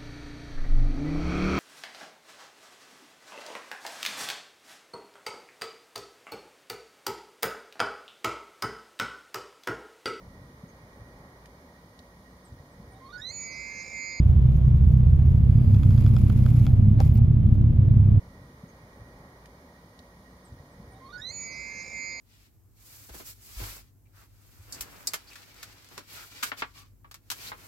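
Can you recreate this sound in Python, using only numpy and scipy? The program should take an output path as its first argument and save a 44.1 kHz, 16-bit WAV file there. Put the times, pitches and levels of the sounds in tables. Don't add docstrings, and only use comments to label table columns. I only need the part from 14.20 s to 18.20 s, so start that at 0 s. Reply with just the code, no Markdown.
import sys
import numpy as np
from scipy import signal
from scipy.fft import rfft, irfft
from scipy.io import wavfile
from scipy.ndimage import uniform_filter1d

SR = 44100
rng = np.random.default_rng(int(sys.argv[2]) if len(sys.argv) > 2 else 0)


def waveform_to_disk(signal):
    frames = np.transpose(np.atleast_2d(signal))
    scaled = np.clip(frames, -1, 1) * 32767
    samples = np.round(scaled).astype(np.int16)
    wavfile.write(sys.argv[1], SR, samples)


N = 176400
T = np.arange(N) / SR
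TURN_S = (0.99, 1.51)


def amp(db):
    return 10 ** (np.asarray(db) / 20)


def unit(x):
    return x / np.sqrt(np.mean(x ** 2) + 1e-20)


def curve(points):
    return np.interp(T, *np.transpose(points))


def colour(x, points):
    hz, db = np.transpose(points)
    f = np.fft.rfftfreq(len(x), 1 / SR)
    gain = amp(np.interp(np.log(f + 1), np.log(hz + 1), db))
    return irfft(rfft(x) * gain, len(x))


def noise(spectrum):
    return unit(colour(rng.standard_normal(N), spectrum))


def wide_noise(spectrum, width):
    mid = noise(spectrum)
    side = colour(noise(spectrum), width)
    return np.array([mid + side, mid - side])


def add(mix, s, sound):
    part = mix[round(s * SR):][:len(sound)]
    part += sound[:len(part)]


def ring(modes, detune=.012):
    t = T[:SR // 5]
    out = np.zeros(len(t))
    for k, (hz, db, t60) in enumerate(modes):
        hz *= 1 + detune * rng.standard_normal()
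        out += (-1) ** k * amp(db - 60 * t / t60) * np.sin(2 * np.pi * hz * t)
    return out / abs(out).max()


# (t/s, firing rate/Hz)
FIRING_RATE = [(0.0, 31.53), (0.5, 31.22), (0.75, 30.56), (1.0, 32.18), (1.3, 33.84), (1.6, 32.56),
               (2.05, 31.56), (2.4, 31.95), (2.7, 34.07), (3.0, 32.13), (3.3, 33.24), (3.6, 33.53),
               (4.0, 34.09)]
def firing_phase(first_firing_s=.0029):
    return np.cumsum(curve(FIRING_RATE)) / SR - first_firing_s * FIRING_RATE[0][1]


# (level/dB, lateness/s)
CYLINDERS = [(0, 0), (-1.5, .0007), (-0.5, -.0014), (1, 0), (-3, -.001), (2, .001)]
# (f/Hz, level/dB facing the dashboard, level/dB facing the door)
CABIN_BOOM = [(15, -31.5, -34.5), (32.2, -15, -15.5), (47, -0.5, -4), (59.4, -1.5, -5), (65, -9.5, -7),
              (79, 9, 2), (96, -5, -2), (99.8, -5.5, 5.5), (113, -2, -3), (121.4, 3, 8), (127.5, 3.5, 1.5),
              (135, -3.5, -10), (157.4, 0, -2.5), (167.6, -17, -23), (199, -13.5, -11.5), (205.6, -6, -3.5),
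              (212.3, -16, -17.5), (229.3, -24.5, -7), (241, -36, -33.5), (267, -37.5, -31),
              (282, -36.5, -17), (304, -45.5, -43.5), (348, -35.5, -29), (353, -33, -33.5), (367, -40, -46),
              (900, -89, -96)]
# (multiple of the firing rate, dashboard level/dB, door level/dB)
HUM = [(1, -36, -34.5), (2, -22.5, -33), (3, -48, -32), (4, -30, -38)]
def engine(phase, unevenness=.15, jitter_s=.0012, churn=.7, dash_db=-17.5, door_db=-16.5):
    fired = np.flatnonzero(np.diff(np.floor(phase)) > 0)
    db, late_s = np.resize(CYLINDERS, (len(fired), 2)).T
    flow = rng.standard_normal(N)
    timing, strength = rng.standard_normal((len(fired), 2)).T
    onsets = fired + ((late_s + jitter_s * timing) * SR).astype(int)
    pulses = np.zeros(N)
    pulses[np.clip(onsets, 0, N - 1)] = -amp(db) * (1 + unevenness * strength)
    drive = unit(pulses) + churn * flow
    at_dash = amp(dash_db) * unit(colour(drive, [(hz, dash) for hz, dash, _ in CABIN_BOOM]))
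    at_door = amp(door_db) * unit(colour(drive, [(hz, door) for hz, _, door in CABIN_BOOM]))
    turned = np.interp(T, TURN_S, [0, 1])
    hum = sum(unit(-np.cos(2 * np.pi * k * phase)) * np.interp(T, TURN_S, amp([dash, door]))
              for k, dash, door in HUM)
    return (1 - turned) * at_dash + turned * at_door + hum


# (f/Hz, level/dB)
DIFFUSE_RUMBLE = [(15, -34), (32, -8.5), (60, -1.5), (125, 0), (210, -11), (280, -16.5), (400, -30.5),
                  (900, -68.5)]
def spread_rumble(rumble, dash_lag_s=.0001, door_lag_s=.0002, right_db=1.3, diffuse_db=-32):
    lag = np.interp(T, TURN_S, [dash_lag_s, door_lag_s])
    left = np.interp(T - lag, T, rumble) * amp(-right_db / 2)
    right = rumble * amp(right_db / 2)
    side = amp(diffuse_db) * noise(DIFFUSE_RUMBLE)
    return np.array([left + side, right - side])


# (f/Hz, level/dB)
WASH_SPECTRUM = [(15, 6), (30, 15), (120, 12.5), (250, 9), (380, 3.5), (480, -1), (620, -2.5), (780, -9.5),
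                 (900, -12), (1060, -13), (1190, -13), (1350, -19.5), (1580, -19), (2050, -21.5),
                 (2400, -21), (2650, -23.5), (3500, -24.5), (4200, -32), (7000, -43), (8500, -53.5),
                 (10500, -42.5), (12000, -35.5), (15500, -51.5)]
# (f/Hz, side level/dB relative to mid)
WASH_WIDTH = [(60, -14.5), (99, -8.5), (160, -10), (270, -3), (450, -1), (740, -1.5), (1220, 4), (2010, 0),
              (3330, -2), (5500, -2.5), (9080, 14), (15000, -13)]
# (t/s, level/dB)
WASH_LEVEL = [(0, -37.5), (1, -39.5), (1.6, -38.5), (2.6, -39), (3.2, -40.5), (4, -39)]
def bay_and_fan(phase, throb_depth=.12):
    throb = 1 + throb_depth * np.cos(2 * np.pi * phase)
    return wide_noise(WASH_SPECTRUM, WASH_WIDTH) * amp(curve(WASH_LEVEL)) * throb


# (f/Hz, level/dB)
RUSTLE_SPECTRUM = [(1500, -20.5), (4000, -6), (6500, -1.5), (8500, -14.5), (10500, -6), (13300, -1.5),
                   (15500, -10)]
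# (t/s, level/dB)
RUSTLE_LEVEL = [(0, -70), (.22, -74), (.33, -70), (.65, -73), (.78, -69), (.92, -74), (1.12, -69),
                (1.25, -77), (1.9, -69), (2.45, -68), (2.55, -76), (2.72, -75), (2.9, -68), (3.05, -85),
                (3.29, -85), (3.34, -73), (3.42, -84), (4, -83)]
def cloth_rustle(grains_per_s=6000, spread_db=2.5, clump_db=3.5, clump_hz=35):
    grains = (rng.random(N) < grains_per_s / SR) * rng.standard_normal(N)
    grains *= amp(spread_db * np.minimum(rng.exponential(1, N), 4))
    clumps = noise([(0, 0), (clump_hz, 0), (200, -60)])
    brushes = colour(grains, RUSTLE_SPECTRUM) * amp(clump_db * np.minimum(clumps, 2))
    return unit(brushes) * amp(curve(RUSTLE_LEVEL))


# (f/Hz, level/dB)
CRACK_SPECTRUM = [(500, -13.5), (1200, 1), (4200, 2.5), (7000, -12.5), (8500, -19), (10500, -9),
                  (13500, 0.5), (16000, -19)]
def crack(decay_s, edge_hz=16000):
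    t = T[:SR // 5]
    snap = colour(rng.standard_normal(len(t)), CRACK_SPECTRUM) * np.exp(-t / decay_s)
    snap = snap / np.linalg.norm(snap) * np.sqrt(decay_s * SR) / 4
    return signal.lfilter(*signal.butter(2, edge_hz, fs=SR), snap)


# (t/s, ring level/dB, crack level/dB, treble edge f/Hz)
KNOCKS = [(.803, -46, -45, 3500), (.9985, -42, -35, 2200), (1.017, -45, -46, 4000), (2.786, -41, -37, 3500),
          (2.793, -37, -32, 2200), (2.798, -41, -39, 6000), (2.8006, -32, -39, 5000),
          (2.8031, -22.5, -20, 9000), (2.8083, -30, -40, 5000), (2.955, -61, -38, 14000),
          (2.984, -42, -46, 3000), (3.326, -63, -52, 14000), (3.354, -60, -48, 14000)]
# (f/Hz, level/dB, t60/s)
HOUSING_MODES = [(520, -3, .035), (615, -3, .035), (790, 0, .032), (1100, -6, .016), (1420, -8, .013),
                 (2200, -17, .01), (3343, -19, .007)]
def mechanism_knocks(crack_s=.0012):
    cracks, housing = np.zeros((2, N))
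    for s, ring_db, crack_db, edge_hz in KNOCKS:
        add(cracks, s, amp(crack_db) * crack(crack_s, edge_hz))
        add(housing, s, amp(ring_db) * ring(HOUSING_MODES))
    return cracks, housing


# (f/Hz, level/dB)
WEBBING_SPECTRUM = [(530, -22), (780, -3.5), (950, -6.5), (1170, -6), (1550, -12), (1780, -15),
                    (2150, -7.5), (2450, -9), (2900, -13.5), (3400, -14.5), (4400, -17), (5250, -16),
                    (5800, -21.5), (7150, -18), (8150, -27.5), (8550, -39.5), (9000, -24.5), (9740, -19),
                    (13400, -18), (15500, -30.5)]
# (f/Hz, side level/dB relative to mid)
WEBBING_WIDTH = [(330, -2), (770, 5), (1170, -4), (1790, 2.5), (2740, -3.5), (4190, -1.5), (7200, 0.5),
                 (8550, 18.5), (9810, 7), (12000, -4), (15000, -13.5)]
# (t/s, level/dB)
SLIDE_LEVEL = [(0, -82.5), (1.15, -70.5), (1.5, -62), (1.8, -59), (2.1, -58), (2.46, -57.5), (2.53, -65.5),
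               (2.78, -89.5), (2.81, -55), (2.87, -55.5), (2.93, -69), (2.98, -56.5), (3.02, -86),
               (4, -96.5)]
def webbing_hiss(flutter_db=2.5):
    flutter = noise([(0, 0), (60, 0), (300, -60)])
    return wide_noise(WEBBING_SPECTRUM, WEBBING_WIDTH) * amp(curve(SLIDE_LEVEL) + flutter_db * flutter)


# (t/s, length/s, start f/Hz, end f/Hz, level/dB)
SQUEALS = [(1.18, .48, 4950, 4600, -72), (1.68, .22, 4780, 4680, -66), (2.932, .028, 14700, 14250, -50)]
def webbing_squeals(waver_depth=.018):
    out = np.zeros(N)
    for s, length_s, from_hz, to_hz, db in SQUEALS:
        n = int(length_s * SR)
        waver = unit(uniform_filter1d(rng.standard_normal(n), size=120))
        hz = np.linspace(from_hz, to_hz, n) * (1 + waver_depth * waver)
        add(out, s, amp(db) * np.hanning(n) * np.sin(2 * np.pi * np.cumsum(hz) / SR))
    return out


# (t/s, level/dB, extra level/dB of the modes above bright_hz)
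TICKS = [(1.545, -44, 4), (1.633, -39, 4), (1.7068, -43, 1), (1.7783, -38, 2), (1.8634, -34.5, 1),
         (1.9656, -33.5, 1), (2.0997, -34.5, -4), (2.2626, -34, -4), (2.4662, -33, 3)]
# (f/Hz, level/dB, t60/s)
REEL_MODES = [(660, -8, .022), (1020, -7, .014), (1290, -2, .015), (1500, -5, .014), (2370, -12, .016),
              (2700, -15, .012), (3330, -7, .012), (4750, -11, .007), (5150, -13, .008), (6900, -17, .005)]
def reel_ticks(gain_db=3, bright_hz=2000, crack_db=-1.5, crack_s=.0004):
    out = np.zeros(N)
    for s, db, bright_db in TICKS:
        modes = [(hz, level + bright_db * (hz > bright_hz), t60) for hz, level, t60 in REEL_MODES]
        tick = ring(modes, detune=.03) + amp(crack_db) * crack(crack_s)
        add(out, s, amp(db + gain_db) * tick)
    return out


# (t/s, level/dB)
GUIDE_JOLTS = [(2.47, -45), (2.985, -50)]
# (f/Hz, level/dB, t60/s)
GUIDE_MODES = [(775, -3, .17), (745, -10, .1)]
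def guide_ring():
    out = np.zeros(N)
    for s, db in GUIDE_JOLTS:
        add(out, s, amp(db) * ring(GUIDE_MODES, detune=.005))
    return out


def from_pillar(x, left_db=5, lag_s=.0003):
    return np.array([x * amp(left_db / 2), np.interp(T - lag_s, T, x) * amp(-left_db / 2)])


def cabin_reflections(x, t60_s=.05, wet_db=-12):
    t = T[:SR // 5]
    tails = rng.standard_normal((2, len(t))) * amp(-60 * t / t60_s)
    tails /= np.linalg.norm(tails, axis=1, keepdims=True)
    return x + amp(wet_db) * signal.fftconvolve(x, tails, axes=1)[:, :N]


def scene(belt_left_db=2.0):
    phase = firing_phase()
    cracks, housing = mechanism_knocks()
    contacts = cloth_rustle() + cracks + webbing_squeals() + reel_ticks()
    pan = amp([[belt_left_db / 2], [-belt_left_db / 2]])
    belt = cabin_reflections(contacts * pan + from_pillar(housing + guide_ring()))
    return spread_rumble(engine(phase)) + bay_and_fan(phase) + webbing_hiss() + belt


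def record(dry, fade_s=.003, edge_hz=15750):
    to_nearest_end_s = np.minimum(T, T[::-1])
    fade = np.sin(np.pi / 2 * np.minimum(to_nearest_end_s / fade_s, 1)) ** 2
    lowpass = signal.firwin(511, edge_hz, window=("kaiser", 9), fs=SR)
    return signal.oaconvolve(dry * fade, lowpass[None], "same")


dry = scene()
out = record(dry)
waveform_to_disk(out)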